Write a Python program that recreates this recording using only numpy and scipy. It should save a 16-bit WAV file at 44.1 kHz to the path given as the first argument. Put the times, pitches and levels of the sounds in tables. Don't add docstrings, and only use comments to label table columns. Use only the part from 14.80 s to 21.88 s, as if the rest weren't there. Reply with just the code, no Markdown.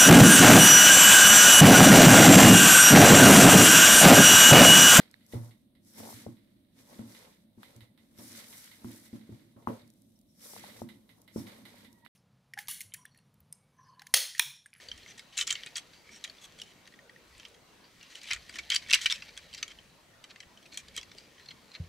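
import sys
import numpy as np
from scipy import signal
from scipy.io import wavfile
from scipy.ndimage import uniform_filter1d

SR = 44100
rng = np.random.default_rng(int(sys.argv[2]) if len(sys.argv) > 2 else 0)


def wav_record(signal):
    frames = np.transpose(np.atleast_2d(signal))
    bounded = np.clip(frames, -1, 1)
    quanta = np.round(bounded * 32767).astype(np.int16)
    wavfile.write(sys.argv[1], SR, quanta)


def to_linear_factor(level_db):
    exponent = np.asarray(level_db, float) / 20
    return 10 ** exponent


N = 312436


def evened(x):
    return x / np.sqrt(np.mean(x ** 2) + 1e-20)


def read(points, hz):
    f, value = np.transpose(points)
    return np.interp(np.log(hz + 1), np.log(f + 1), value)


def add(mix, s, sound):
    part = mix[..., round(s * SR):][..., :sound.shape[-1]]
    part += sound[..., :part.shape[-1]]


def band(x, lo_hz, hi_hz):
    sos = signal.butter(2, [lo_hz, min(hi_hz, SR / 2.2)], "bandpass", fs=SR, output="sos")
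    return signal.sosfilt(sos, x)


def ring(hz, db, t60, phase, t, rise=0.00048):
    decay = to_linear_factor(db - 60 * t[:, None] / t60)
    modes = decay * np.sin(2 * np.pi * hz * t[:, None] + phase)
    return modes.sum(1) * (1 - np.exp(-t / rise))


# f/Hz, level/dB
RADIATION = [(900, -8), (1500, -19), (2200, -10.5), (3200, -1), (5000, -0.5), (8000, -1), (10000, -9),
             (16000, -14.5)]


def colour(hz, hollow_db, bright_db):
    tilt = [(2200, hollow_db + 11.5), (2800, 0), (5200, 0.0096), (6500, bright_db + 9.5)]
    return read(RADIATION, hz) + read(tilt, hz)


# f/Hz, bandwidth/Hz, level/dB
SHELL = [(1871, 44.3, 1.5), (2250, 260, 1), (2730, 230, -13.5), (3130, 220, 3), (3932, 120, -1.5),
         (4430, 110, 0), (5540, 58, -27.5)]


def tick(own_hz, hollow_db, bright_db, draw, t60, own_db):
    shell_hz = np.array(SHELL)[:, 0]
    panels_hz = np.geomspace(1000, 15500, 60) * (1 + 0.073 * (draw[:60] - .5))
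    hz = np.r_[shell_hz, panels_hz, own_hz]
    uneven_db = 12 * (draw[60:60 + len(hz)] - .5)
    db = colour(hz, hollow_db, bright_db) + uneven_db
    db[-1] = colour(own_hz, hollow_db, bright_db) + own_db
    dies = t60 * (3000 / hz) ** .9 * (.4 + draw[130:130 + len(hz)])
    dies[-1] = 1.46 * t60 * (3000 / own_hz) ** 0.67
    phase = 2.49 * draw[200:200 + len(hz)]
    return ring(hz, db, dies, phase, np.arange(1200) / SR, rise=0.00039)


def click(row, draw):
    s, peak_db, own_hz, hollow_db, bright_db, own_db, loose = row
    lead, span = 60, 600
    rebound_share, rebound_s = 0.43, 0.0075
    seat = 0.24
    at = (draw[270:280] ** 1.5 * span).astype(int)
    sign = np.sign(draw[280:290] - .5)
    fade = np.exp(-abs(at - lead) / SR / rebound_s)
    contact = np.zeros(span)
    contact[at] = loose * rebound_share * to_linear_factor(-seat * (peak_db + 40.5)) * sign * fade
    contact[lead] = 1
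    snap = tick(own_hz, hollow_db, bright_db, draw, .016, own_db)
    sound = np.convolve(snap, contact)
    return s - lead / SR, to_linear_factor(peak_db + 2.5) * sound / abs(sound).max()


def crunch(row, draws):
    start, end, start_db, end_db, own_hz, bright_db = row
    size = int(np.clip((end - start) * SR, 50, SR // 8))
    push = to_linear_factor(np.linspace(start_db, end_db, size)) * signal.windows.tukey(size, .4)
    chance, side, force = np.moveaxis(rng.random((len(draws), 3, SR // 8))[..., :size], 1, 0)
    contacts = (chance < 700 / SR) * np.sign(side - .5)
    contacts = contacts * to_linear_factor(-2.2 * np.log(force + .004))
    contacts /= np.sqrt((contacts ** 2).sum(0).mean() + 1e-12)
    gentle = np.clip((-41.5 - max(start_db, end_db)) / 14, 0, 1) * (own_hz < 5000)
    sound = 0
    for contact, draw in zip(contacts, draws):
        spot = tick(own_hz, -5.0, bright_db, draw, 0.022, 8 + 6 * gentle)
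        sound = sound + signal.fftconvolve(contact * push, spot / np.linalg.norm(spot))
    return start, sound


# t/s, peak level/dB, f/Hz
DULL = [(0.5908, -24, 2670), (0.6135, -20.5, 3130), (0.7057, -18, 3130), (0.7165, -30.5, 3050),
        (1.134, -43, 1610), (1.4468, -31.5, 2390), (1.4535, -36, 3290), (1.656, -47, 3270),
        (2.055, -48, 3880), (2.0666, -46, 1860), (2.076, -41, 1830), (2.123, -48, 1900), (2.526, -51, 1970),
        (2.549, -48, 1970), (2.631, -46, 2830), (2.6586, -44, 2880), (3.2113, -43, 2340),
        (3.3204, -48, 3100), (3.4152, -46, 2940), (3.4654, -46, 2400), (3.4713, -46, 2240),
        (3.4785, -45, 2820), (3.5113, -25, 3050), (3.571, -42, 2450), (3.625, -49, 4900),
        (3.7705, -39, 1800), (3.892, -41, 2020), (3.906, -22, 2260), (3.924, -21, 2300),
        (3.9387, -23, 3230), (4.0311, -44, 2140), (4.073, -39, 3440), (4.1125, -15.5, 2740),
        (4.2625, -14, 2280), (4.352, -43, 3130), (4.59, -41, 2370), (4.769, -45, 4520), (4.8335, -38, 2280),
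        (5.6274, -44, 3000), (5.8565, -45, 2620), (5.926, -40, 2430), (6.187, -38.5, 3160),
        (6.378, -44, 4900), (6.597, -40.5, 1920), (6.6614, -43, 4300), (6.9167, -43, 4150),
        (4.8276, -20, 6270), (2.1395, -53, 3470), (2.2957, -52, 3400), (3.442, -43, 2320),
        (0.744, -42, 2200), (0.776, -46, 2150), (6.7138, -40.5, 2040)]
# t/s, peak level/dB, f/Hz
SHARP = [(.5835, -28, 8600), (0.606, -26, 8500), (0.674, -22, 5800), (.8628, -34.5, 7860),
         (1.3613, -41, 4370), (1.4433, -35, 6540), (2.16, -56, 6000), (2.6211, -53, 5240),
         (3.2307, -41, 5700), (3.4535, -46, 4600), (3.9446, -23, 7540), (3.9479, -15.5, 4560),
         (4.144, -19, 7600), (4.1485, -14, 7900), (4.315, -26, 7750), (5.9355, -41, 4340),
         (5.9767, -31, 12400)]


def rebounds(draws):
    out = np.zeros((2, N))
    rows = [(*row, -6, -16, .018, 13) for row in DULL]
    rows += [(*row, -14, 2, .011, 7) for row in SHARP]
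    for (s, peak_db, own_hz, hollow_db, bright_db, t60, own_db), draw in zip(rows, draws[::-1]):
        snap = tick(own_hz, hollow_db, bright_db, draw, t60, own_db)
        snap /= abs(snap).max()
        lag_s = (own_hz > 4000) * np.sign(draw[-1] - .5) / SR
        add(out[0], s, to_linear_factor(peak_db + 1.0) * snap)
        add(out[1], s + lag_s, to_linear_factor(peak_db + 1.5) * snap)
    return out


# t/s, peak level/dB, loudest mode f/Hz
BOX = [
    (.262, -38, 2120),
    (1.291, -42, 2230),
    (3.5068, -26, 2300),
    (3.5111, -22, 2440),
    (3.5618, -34, 1380),
    (3.9935, -41.5, 2420),
    (4.092, -35, 1820),
    (4.1883, -30.5, 1960),
    (4.8642, -48, 2250),
    (5.632, -42.5, 3200),
]
SOCKET = [
    (1.5838, -45.5, 3530),
    (2.1387, -43, 1910),
    (2.1898, -43, 1870),
    (2.2951, -41, 1910),
    (2.361, -45.5, 1890),
    (4.0616, -42.5, 2270),
    (6.5818, -49, 3120),
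    (6.7116, -39.5, 4270),
]
LATCH = [(.577, -17.5, 7240), (.7047, -18.5, 3130), (.9561, -29, 4650), (.958, -30, 4500),
         (1.44, -26, 3860), (1.7992, -37.5, 3300), (1.817, -30.5, 2950), (3.3507, -41, 3330),
         (3.3545, -31.5, 2970), (3.415, -41, 4760), (3.9013, -16.5, 3100), (3.9615, -13, 4660),
         (4.0247, -50, 3290), (4.1281, -14.5, 2790), (4.1335, -6, 2530), (4.1409, -7, 2850),
         (4.2176, -28.5, 3220), (4.3236, -15.5, 5470), (4.738, -33, 4490), (4.7789, -34.5, 4950),
         (6.2127, -38, 3360), (6.3834, -37, 4570)]
GRIPPED = [(.1157, -28, 3134), (.7537, -26.5, 3000), (.8343, -30.5, 3030), (2.5984, -40, 3130),
           (2.6516, -35, 3130), (3.5228, -23, 2480), (3.7887, -26.5, 2265), (3.8354, -45, 3160),
           (3.9189, -18, 3200), (4.1556, -21, 2710), (4.2995, -19.5, 3370), (4.4221, -32.5, 2660),
           (4.9875, -41, 3090), (5.5593, -38.5, 2100), (5.7737, -46, 3050), (5.9233, -44, 4170),
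           (6.316, -41.5, 3530), (6.6876, -36, 4180), (6.7079, -38, 3250), (6.942, -42, 3900),
           (6.951, -32, 4110)]
PIN = [(.1773, -41, 3950), (.5718, -28, 3000), (.587, -18, 2740), (.6003, -26, 6900), (.6763, -21.5, 7000),
       (.726, -18, 7370), (.8621, -34, 2820), (.9807, -27.5, 3250), (1.8355, -42.5, 3130),
       (2.074, -42, 2750), (3.5329, -19, 3110), (4.0863, -37, 2250), (4.108, -17.5, 3240),
       (4.5754, -30.5, 3350), (4.8794, -36.5, 3180), (5.9433, -37, 4400), (6.1763, -25, 3730)]
STUD = [
    (.3794, -40, 3400),
    (.7088, -18, 3250),
    (.9689, -24, 3250),
    (3.433, -38, 4340),
    (4.147, -16, 2260),
    (5.9735, -24, 3270),
    (6.1643, -27, 3250),
]
PANEL = [(.6937, -30, 2850), (1.4759, -40, 3230), (1.7882, -39.5, 3330), (3.6946, -34, 4660),
         (3.7263, -43, 2100), (3.757, -30, 5270), (3.787, -28.5, 2310), (3.9335, -24.5, 3120),
         (3.944, -23.5, 4540), (3.978, -34.5, 4530), (4.259, -11.5, 3020), (4.3065, -22.5, 3540),
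         (4.5674, -42, 3290), (4.9032, -44, 2170), (4.9171, -43, 3130), (5.4406, -36.5, 3040),
         (5.8613, -43, 2490)]
FLAP = [(.0861, -34.5, 4600), (.2318, -44, 4280), (.3939, -31.5, 2170), (.6108, -17, 3040),
        (.6702, -27, 7600), (1.4982, -34.5, 4380), (3.7403, -40, 3030), (3.958, -18, 4600),
        (4.0991, -25, 2180), (4.3125, -28, 3630), (4.3584, -36, 2630), (4.7293, -40.5, 3100),
        (4.7475, -31, 5700), (4.8295, -21, 6000), (5.5074, -43, 2280), (5.6036, -33, 2030),
        (6.1779, -28, 3180), (6.2299, -38, 1960)]
# t/s, peak level/dB, f/Hz
FAINT = [
    (2.58, -53, 2470),
    (2.7457, -48, 3220),
    (3.228, -43, 2750),
    (5.8274, -49, 3220),
    (6.083, -41, 4800),
    (6.295, -52, 3480),
    (6.6577, -49, 4100),
]
# t/s, peak level/dB, f/Hz
SPECK = [
    (2.453, -63, 9600),
    (2.58, -48, 8500),
    (2.684, -50, 8200),
    (6.35, -52, 9500),
]
# start t/s, end t/s, top level/dB, loudest mode f/Hz, bright part level/dB
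SETTLING = [(0.0, 0.075, -50.5, 2230, -1), (0.372, 0.415, -45, 1910, -5), (0.867, 0.876, -33.5, 2500, -33),
            (0.955, 1.003, -29.5, 3294, -4), (1.117, 1.243, -52.5, 4650, -6),
            (1.44, 1.456, -30.5, 1930, -4), (3.033, 3.093, -55, 4660, -27), (3.29, 3.38, -47, 1920, -6.5),
            (3.497, 3.559, -29, 2370, -18), (3.542, 3.555, -35, 1480, -9), (3.781, 3.806, -32.5, 2200, -9),
            (3.975, 3.97, -43, 4650, -11), (4.017, 4.06, -42, 2140, -13), (4.163, 4.215, -34.5, 2410, -18),
            (4.262, 4.278, -22.5, 2390, -11), (4.335, 4.378, -36, 2590, -7), (4.734, 4.786, -45, 3130, -13),
            (4.766, 4.826, -42, 4850, -9), (6.167, 6.208, -35, 3350, -9), (6.361, 6.47, -52.5, 4840, -5),
            (6.584, 6.673, -54, 4120, -15)]
STRAINING = [(1.602, 1.663, -45, 3380, 2.5), (1.844, 1.932, -57.5, 3040, -7),
             (3.401, 3.467, -45.5, 2380, -9), (3.721, 3.775, -37.5, 3070, -5),
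             (4.074, 4.108, -30, 3120, -18), (4.456, 4.498, -43, 2350, -17), (4.867, 4.928, -48, 3130, -15),
             (5.488, 5.518, -44, 2450, -20), (6.134, 6.163, -46, 2230, -7), (6.925, 6.967, -39, 4200, -28)]
SLIDING = [(0.268, 0.328, -50.5, 6060, -8.5), (0.517, 0.582, -51.5, 2970, -10),
           (0.563, 0.64, -34.5, 3010, -0.5), (0.669, 0.738, -38, 3130, -8), (0.748, 0.81, -50, 2160, -30),
           (1.228, 1.36, -58.5, 2260, -11), (1.302, 1.391, -54, 5620, -2.5),
           (1.769, 1.836, -57.5, 3050, -4), (2.53, 2.654, -66, 2600, -12), (3.195, 3.284, -59, 2860, -23),
           (3.347, 3.4, -50.5, 2990, -4.5), (3.46, 3.53, -42.5, 3380, -7.5), (3.9, 3.973, -34, 3200, -14),
           (4.129, 4.16, -22, 2240, -27), (4.205, 4.256, -37, 3260, -4), (4.301, 4.329, -30, 3510, -19),
           (5.912, 5.971, -51.5, 4250, -7), (5.972, 6.013, -49.5, 2406, -2), (6.669, 6.73, -58, 4200, -29)]


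def clicks():
    parts = [(BOX, 7.8, -7, 9.6, 1), (SOCKET, 0.3, -23, 18.4, 0.21), (LATCH, -17.5, -7.5, 10.3, 0.9),
             (GRIPPED, -5, -17, 13.6, 1), (PIN, -3.7, -1.2, 8.9, .9), (STUD, -6, 5.2, 9, 0.96),
             (PANEL, -1.5, -5, 11.4, 1), (FLAP, -11.5, -9.5, 11.2, 1)]
    taps = sorted((*row, *part) for rows, *part in parts for row in rows)
    rattles = [(a, b, db, db - 19, *c) for a, b, db, *c in SETTLING]
    rattles += [(a, b, -60, db, *c) for a, b, db, *c in STRAINING]
    rattles += [(a, b, db, db, *c) for a, b, db, *c in SLIDING]
    rattles.sort()
    draws = rng.random((len(taps), 290))
    sounds = [click(row, draw) for row, draw in zip(taps, draws)]
    faint_draws = rng.random((len(FAINT), 290))
    sounds += [click((*row, -8, -6, 13, .9), draw) for row, draw in zip(FAINT, faint_draws)]
    spots = rng.random((len(rattles), 6, 290))
    sounds += [crunch(row, draw) for row, draw in zip(rattles, spots)]
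    out = np.zeros((2, N))
    sides_db = 0.42 * rng.uniform(-2.2, 1, len(sounds))
    for (s, sound), side_db in zip(sounds, sides_db):
        add(out, s, sound * to_linear_factor([[side_db], [-side_db]]))
    for row, draw in zip(SPECK, rng.random((len(SPECK), 290))):
        add(out, *click((*row, -20, 14, 1.5, .2), draw))
    return out + rebounds(draws)


# t/s, rubbing level/dB
EFFORT = [(0.0, -46.5), (.33, -52), (.59, -60), (.71, -42), (.82, -45.5), (1.22, -61), (1.44, -50),
          (2.31, -64.5), (2.62, -51), (2.85, -64), (3.37, -49.5), (4.04, -48), (4.24, -36.5), (4.51, -50),
          (4.81, -51), (5.3, -64), (6.1, -54), (7.08, -57)]


def rubbing():
    s, rub_db = np.transpose(EFFORT)
    t = np.arange(N) / SR
    out = np.zeros(N)
    for hz, width, db in SHELL:
        slips = to_linear_factor(2.3 * np.minimum(rng.exponential(1, N), 5))
        slips *= (rng.random(N) < 450 / SR) * rng.choice([-1, 1], N)
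        grip = uniform_filter1d(rng.standard_normal(150), 2)
        grip_db = 2.4 * evened(np.interp(t, np.arange(150) / 20, grip))
        tap = ring(np.array([hz]), 0, 1.9 / (width + 100), 0, t[:1500])
        out += to_linear_factor(0.63 * db + grip_db) * signal.oaconvolve(slips, evened(tap))[:N]
    fizz = to_linear_factor(2.0 * rng.exponential(1, N)) * (rng.random(N) < 4000 / SR) * rng.standard_normal(N)
    body = evened(out) + 1.2 * evened(band(fizz, 1600, 6240))
    bright = to_linear_factor(-12.5) * evened(band(fizz, 3900, 13400))
    return to_linear_factor(np.interp(t, s, rub_db) - 8) * (evened(body) + bright)


# t/s, level/dB, f/Hz
KNOCKS = [
    (.612, -45, 1150),
    (.706, -45, 1210),
    (0.863, -48, 260),
    (3.509, -44, 640),
    (3.5105, -36, 1270),
    (4.132, -38, 480),
    (4.1333, -47, 206),
    (4.133, -34, 950),
    (6.177, -45.5, 306),
    (6.35, -48, 413),
]


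def knocks():
    out = np.zeros(N)
    t = np.arange(3000) / SR
    for s, db, hz in KNOCKS:
        add(out, s, ring(hz * np.array([.6, 1, 1.5]), db, 9 / hz + 0.0093, 0, t, rise=0.0016))
    return out


# middle t/s, length t/s, rumble level/dB
LEANS = [
    (0.14, .2, -58.5),
    (0.705, .5, -70),
    (2.552, 0.37, -72),
    (3.558, 0.16, -55),
    (4.1, 1.6, -67),
    (4.862, 0.86, -71),
    (5.684, 0.18, -74),
    (6.193, 0.74, -68),
]
# f/Hz, level/dB, t60/s
BUMP = [(50, -45, 0.3), (86, -24, 0.15), (146.6, -29, 0.096), (163, -34, 0.19)]


def table():
    t = np.arange(N) / SR
    weight = to_linear_factor(-79.5)
    for s, length, db in LEANS:
        weight = weight + to_linear_factor(db) * np.cos(np.pi * np.clip((t - s) / length, -.5, .5)) ** 2
    out = weight * evened(band(band(rng.standard_normal(N), 27, 84), 33.4, 190))
    hz, db, t60 = np.transpose(BUMP)
    phase = np.array([-2.5, 5.0, 7.5, 1.5])
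    add(out, 6.998, ring(hz, db - 3, t60, phase, np.arange(5000) / SR, rise=0.0053))
    return out


def sleeves():
    drift = np.interp(np.arange(N) / SR, np.arange(100) / 12, rng.standard_normal(100))
    noise = band(band(rng.standard_normal(N), 420, 650), 420, 650)
    return to_linear_factor(-78.5 + 5 * evened(drift)) * evened(noise)


# f/Hz, level/dB per Hz
AIR = [(18, -27), (30, -19), (106, -5.5), (189, -2.5), (400, -7.5), (1860, -13), (6550, -21), (16000, -31)]
# f/Hz, likeness/1
SAME = [(60, 0.91), (380, 0.67), (2380, 0.32), (15000, 0.071)]


def hush():
    frames, hz = N // 256 + 5, np.fft.rfftfreq(1024, 1 / SR)
    a, b, c, d, patches = rng.standard_normal((frames, 513, 5)).T
    patches = evened(uniform_filter1d(uniform_filter1d(patches, 4, 0), 14, 1))
    same = np.clip(read(SAME, hz), -1, 1)[:, None]
    left, other = a + 1j * b, c + 1j * d
    z = np.array([left, same * left + np.sqrt(1 - same ** 2) * other])
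    z *= to_linear_factor(read(AIR, hz)[:, None] + 2.8 * patches)
    return to_linear_factor(-60.5) * evened(signal.istft(z, nperseg=1024, noverlap=768)[1][:, :N])


def room(x, t60, gap_s):
    taps = np.zeros((2, SR // 2))
    at = np.arange(0, SR // 2 - 20, 20) + rng.integers(0, 20, (2, SR // 40))
    np.put_along_axis(taps, at, rng.choice([-1., 1.], at.shape), 1)
    t = np.arange(SR // 2) / SR
    taps *= to_linear_factor(-60 * t / t60) * (t > gap_s)
    return signal.fftconvolve(x, taps / np.linalg.norm(taps[0]), axes=1)[:, :N]


def scene():
    steep = signal.butter(7, 1500, "highpass", fs=SR, output="sos")
    toy = signal.sosfilt(steep, clicks() + rubbing())
    blunt = signal.butter(1, 9000, fs=SR)
    toy = signal.lfilter(*blunt, toy)
    close = room(toy, 0.052, .0003)
    treble = signal.lfilter([1, -1], 1, close)
    wet = to_linear_factor(-8.5) * treble + to_linear_factor(-17.0) * room(toy, 0.13, 0.0092)
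    balance = to_linear_factor([[.45], [-.45]])
    return (toy + wet + hush()) * balance + knocks() + table() + sleeves()


def band_limit(x):
    return signal.sosfilt(signal.butter(12, 16480, fs=SR, output="sos"), x)


def record(dry):
    edge = signal.firwin(301, 15750, window=("kaiser", 4), fs=SR)
    mix = signal.oaconvolve(dry, edge[None], "same")
    return band_limit(mix)


dry = scene()
out = record(dry)
wav_record(out)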